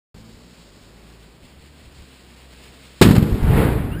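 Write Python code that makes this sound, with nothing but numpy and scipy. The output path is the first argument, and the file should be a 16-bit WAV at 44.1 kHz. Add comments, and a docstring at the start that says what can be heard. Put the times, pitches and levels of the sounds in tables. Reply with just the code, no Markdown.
"""A can of black powder explodes in a gravel pit, radiating a shock front, a boom and a crack.
Before it, the fuse hisses over soft wind and the drone of a distant engine. The near banks reflect
the blast as slaps; the forested hill returns it half a second later as a rolling rumble, and two
fragments whistle through the air. The blast overloads the small camera that picks it up."""
import sys
import numpy as np
from scipy import signal
from scipy.fft import rfft, irfft
from scipy.io import wavfile
from scipy.ndimage import uniform_filter1d

SR = 44100
rng = np.random.default_rng(int(sys.argv[2]) if len(sys.argv) > 2 else 0)


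def pcm_store(signal):
    """Save signal as 16-bit PCM."""
    levels = np.round(np.clip(np.atleast_2d(signal), -1, 1) * 32767)
    wavfile.write(sys.argv[1], SR, levels.astype(np.int16).T)


N = 176400
START_S, BLAST_S = 0.144, 3.0125  # the sound begins; the shock arrives
HOLD_HZ = 12000  # the camera's sampling rate


def undb(db):
    """Amplitude ratio of a level in decibels."""
    return 10 ** (np.asarray(db) / 20)


def clock():
    """Time of each sample in seconds."""
    return np.arange(N) / SR


def noise(spectrum):
    """Spectral shaping: band-limited noise of unit rms from (f/Hz, relative level/dB) points."""
    hz, db = np.array(spectrum, float).T
    f = np.maximum(np.fft.rfftfreq(N, 1 / SR), 1)
    gain = undb(np.interp(np.log(f), np.log(hz), db)) * (f > 10) * (f < HOLD_HZ / 2)
    x = irfft(rfft(rng.standard_normal(N)) * gain, N)
    return x / x.std()


def walk(rate_hz):
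    """Random modulation: smoothed steps with a spread near 1."""
    k = max(int(SR / rate_hz), 1)
    steps = np.repeat(rng.standard_normal(N // k + 1), k)
    return 1.3 * uniform_filter1d(uniform_filter1d(steps, k), k)[:N]


def dense(spectrum, span_s):
    """Diffuse field: many overlapping wavefronts give noise whose power is even over span_s."""
    x = noise(spectrum)
    return x / np.sqrt(uniform_filter1d(x ** 2, max(int(span_s * SR), 2)) + 1e-6)


def burst(at, attack, hold, fall):
    """Exponential decay after a linear attack and a hold; times in seconds."""
    age = clock() - at
    return np.clip(age / attack, 0, 1) * np.exp(-np.maximum(age - attack - hold, 0) / fall)


def bell(at, width):
    """Gaussian envelope; centre and standard deviation in seconds."""
    return np.exp(-.5 * ((clock() - at) / width) ** 2)


def engine():
    """Harmonic series: a far engine drones on a wavering fundamental as its overtones fade."""
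    # course of the fundamental: t/s, f/Hz, level/dB
    course = [(0.16, 53.3, -50), (0.45, 59.9, -51), (0.58, 59.5, -57), (0.73, 48.9, -58), (0.98, 57.6, -52),
              (1.3, 56.0, -55), (1.64, 71.8, -53), (1.96, 73.0, -51), (2.15, 65.5, -53), (2.55, 63.5, -52),
              (2.95, 65, -49)]
    # partials: harmonic number, relative level/dB at the start, relative level/dB at the blast
    harmonics = [(1, 0, 0), (2, -1, -12), (3, -5, -13), (4, -2, -19)]
    t = clock()
    times, hz, db = np.array(course).T
    pitch = np.interp(t, times, hz) * (1 + .012 * walk(14))
    phase = 2 * np.pi * np.cumsum(pitch) / SR
    tones = 0
    for k, first, last in harmonics:
        level_db = np.interp(t, [START_S, BLAST_S], [first, last]) + 2 * walk(9)
        tones += undb(level_db) * np.sin(k * phase)
    return np.sqrt(2) * tones * undb(np.interp(t, times, db))


def wind():
    """Pressure fluctuation: soft outdoor air, with a few puffs of wind on the microphone."""
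    # spectra of the air and the puffs: f/Hz, relative level/dB
    air_spectrum = [(20, -14), (45, -2), (90, -8), (160, -2), (250, -3), (520, -9), (700, -14), (1100, -16),
                    (5500, -30)]
    puff_spectrum = [(20, -6), (45, 0), (130, -3), (250, -22), (1000, -50)]
    # puffs: t/s, width/s, level/dB
    gusts = [(.17, .03, -47), (.36, .025, -48), (1.44, .02, -45), (1.6, .03, -50), (1.87, .04, -49),
             (2.01, .035, -43)]
    easing_db_per_s = 1.0
    air = noise(air_spectrum) * undb(-49.3 - easing_db_per_s * clock() + 1.2 * walk(5))
    puffs = sum(undb(db) * bell(at, width) for at, width, db in gusts)
    return air + puffs * noise(puff_spectrum)


def fuse():
    """Combustion noise: a sputtering hiss, brighter while the fuse burns outside the can."""
    # course of the hiss: t/s, level/dB
    course = [(0.15, -56), (1.1, -56), (1.32, -57), (1.5, -54.5), (1.75, -54.5), (2.03, -51.5),
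              (2.15, -53.2), (2.45, -52.5), (2.75, -48), (2.97, -51.5)]
    # spectra of the hiss and the early sizzle: f/Hz, relative level/dB
    hiss_spectrum = [(300, -9), (520, -3), (850, -6), (1350, -5), (2500, 0), (3600, -1.5), (4500, -1.5),
                     (5800, -5)]
    sizzle_spectrum = [(2500, -20), (3600, -7), (4400, 0), (5800, -2)]
    t = clock()
    hiss = noise(hiss_spectrum) * undb(np.interp(t, *np.array(course).T))
    sizzle = noise(sizzle_spectrum) * undb(-58) * burst(START_S, attack=.001, hold=.5, fall=.6)
    sputter = undb(1.3 * walk(30))
    return (hiss + sizzle) * sputter * (t < BLAST_S)


def blast():
    """Sudden expansion: the shock front, the boom of the gas ball and the crack of the bursting can."""
    # spectra of the gas ball and the can: f/Hz, relative level/dB
    boom_spectrum = [(20, -20), (70, -12), (130, -4), (230, 0), (300, -7), (375, 2), (520, -9), (750, -21),
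                     (1500, -28), (5500, -50)]
    crack_spectrum = [(200, -6), (450, 0), (750, -3), (1300, 0), (1800, -3), (2600, -1), (4200, -5),
                      (5800, -6)]
    time_constant_s = .0012
    age = np.maximum(clock() - BLAST_S, 0) / time_constant_s
    shock = -undb(3) * np.e * age * (1 - age / 2) * np.exp(-age)
    boom = undb(-2.5) * dense(boom_spectrum, .012) * burst(BLAST_S, attack=.0015, hold=.012, fall=.004)
    crack = undb(-9) * noise(crack_spectrum) * burst(BLAST_S + .001, attack=.002, hold=.011, fall=.016)
    return shock + boom + crack


def banks():
    """Early reflection: rounded N-waves with gritty tails, over scattering from the pit floor."""
    # reflections from the banks: t/s, centre-to-peak time/s, peak level/dB, grit level/dB
    reflections = [(3.0545, .001, -5, -26), (3.0625, .001, -6, -29), (3.0725, .0014, -3, -40),
                   (3.091, .0015, -6, -26), (3.1107, .0012, -3, -26), (3.153, .001, -18, -28),
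                   (3.165, .001, -8, -31), (3.1825, .0013, 1, -38), (3.228, .0015, -5, -48),
                   (3.327, .003, -10, -54), (3.346, .002, -9, -52), (3.434, .004, -10, -46)]
    # spectra of the floor scatter and the grit: f/Hz, relative level/dB
    floor_spectrum = [(20, -26), (45, -12), (80, -2), (170, 0), (240, 0), (310, -6), (400, -8), (520, -17),
                      (690, -26), (1500, -35), (5500, -50)]
    grit_spectrum = [(250, -6), (600, 0), (1200, -2), (2500, -7), (4200, -10), (5800, -15)]
    t, slaps, tails = clock(), 0, 0
    for at, width, db, grit_db in reflections:
        slaps -= undb(db) * np.sqrt(np.e) * (t - at) / width * bell(at, width)
        tails += undb(grit_db) * burst(at - 2 * width, attack=.002, hold=.002, fall=.012)
    debris = undb(-33) * burst(BLAST_S, attack=.02, hold=.02, fall=.33)  # scatter off stones and twigs
    floor = undb(-11.5) * dense(floor_spectrum, .04) * burst(BLAST_S, attack=.015, hold=.06, fall=.175)
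    grit = (tails + debris) * noise(grit_spectrum) * undb(1.5 * walk(250))
    return slaps + floor + grit


def hill():
    """Diffuse echo: the slope returns the bass, then the trees a brighter roar; a far rumble lingers."""
    # echo in each register: crest t/s, rise/s, fall/s, level/dB
    low = (3.47, .03, .24, -12.5)
    mid = (3.6, .075, .115, -16)
    high = (3.595, .1, .13, -24.5)
    # spectra of the three registers and the far rumble: f/Hz, relative level/dB
    low_spectrum = [(15, -24), (28, -8), (50, 0), (115, 0), (170, -9), (300, -25), (1000, -55)]
    mid_spectrum = [(60, -12), (130, -1), (230, 0), (330, -5), (450, -4), (580, -15), (1000, -30),
                    (3000, -55)]
    high_spectrum = [(300, -12), (600, -1), (800, 0), (1000, -4), (2000, -8), (3200, -16), (4600, -23),
                     (5800, -35)]
    rumble_spectrum = [(40, -8), (70, -1), (130, 0), (280, -1), (450, -10), (700, -21), (1500, -23),
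                       (2500, -30), (5000, -48)]
    t = clock()
    crest_s = .025  # rounds the top of each swell
    out = undb(-28) * dense(rumble_spectrum, .06) * burst(BLAST_S, attack=.6, hold=.1, fall=1.3)
    registers = (low, low_spectrum), (mid, mid_spectrum), (high, high_spectrum)
    for (at, rise, fall, db), spectrum in registers:
        from_crest = np.hypot(t - at, crest_s) - crest_s
        swell = np.exp(-from_crest / np.where(t < at, rise, fall)) * (t > BLAST_S)
        out += undb(db) * swell * dense(spectrum, .06)
    return out


def fragments():
    """Aerodynamic tones: flying fragments give short, slightly rough, rising whistles."""
    # whistles at their loudest: t/s, width/s, f/Hz, rise/(octaves per s), level/dB
    whistles = [(3.932, .016, 2760, 4.6, -44), (3.988, .03, 1650, 5.2, -43), (3.995, .013, 4980, 2.8, -57)]
    out, roughness = 0, .012
    for at, width, hz, rise, db in whistles:
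        octaves = rise * np.clip(clock() - at, -.2, .1)
        pitch = hz * 2 ** octaves * (1 + roughness * walk(700))
        envelope = undb(db + 1.5 * walk(200)) * bell(at, width)
        out += envelope * np.sqrt(2) * np.sin(2 * np.pi * np.cumsum(pitch) / SR)
    return out


def scene():
    """Superposition: the sources and their echoes add in one channel."""
    return (engine() + wind() + fuse() + blast() + banks() + hill() + fragments())[None]


def record(dry):
    """Clipping and imaging: the camera overloads; its held samples mirror the sound into the treble."""
    band_hz, top_hz = 5650, 15300  # low-pass edges before and after sampling
    clipped = np.clip(dry, -1.1, 1.1) * (clock() > START_S)
    narrow = signal.sosfiltfilt(signal.butter(10, band_hz, fs=SR, output="sos"), clipped)
    coarse = signal.resample_poly(narrow, HOLD_HZ, SR, axis=1, window=("kaiser", 2))
    held = np.repeat(coarse, 4, axis=1)
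    imaged = np.clip(signal.resample_poly(held, SR, 4 * HOLD_HZ, axis=1)[:, :N], -1, 1)
    return signal.sosfiltfilt(signal.ellip(8, .1, 60, top_hz, fs=SR, output="sos"), imaged)


dry = scene()
out = record(dry)
pcm_store(out)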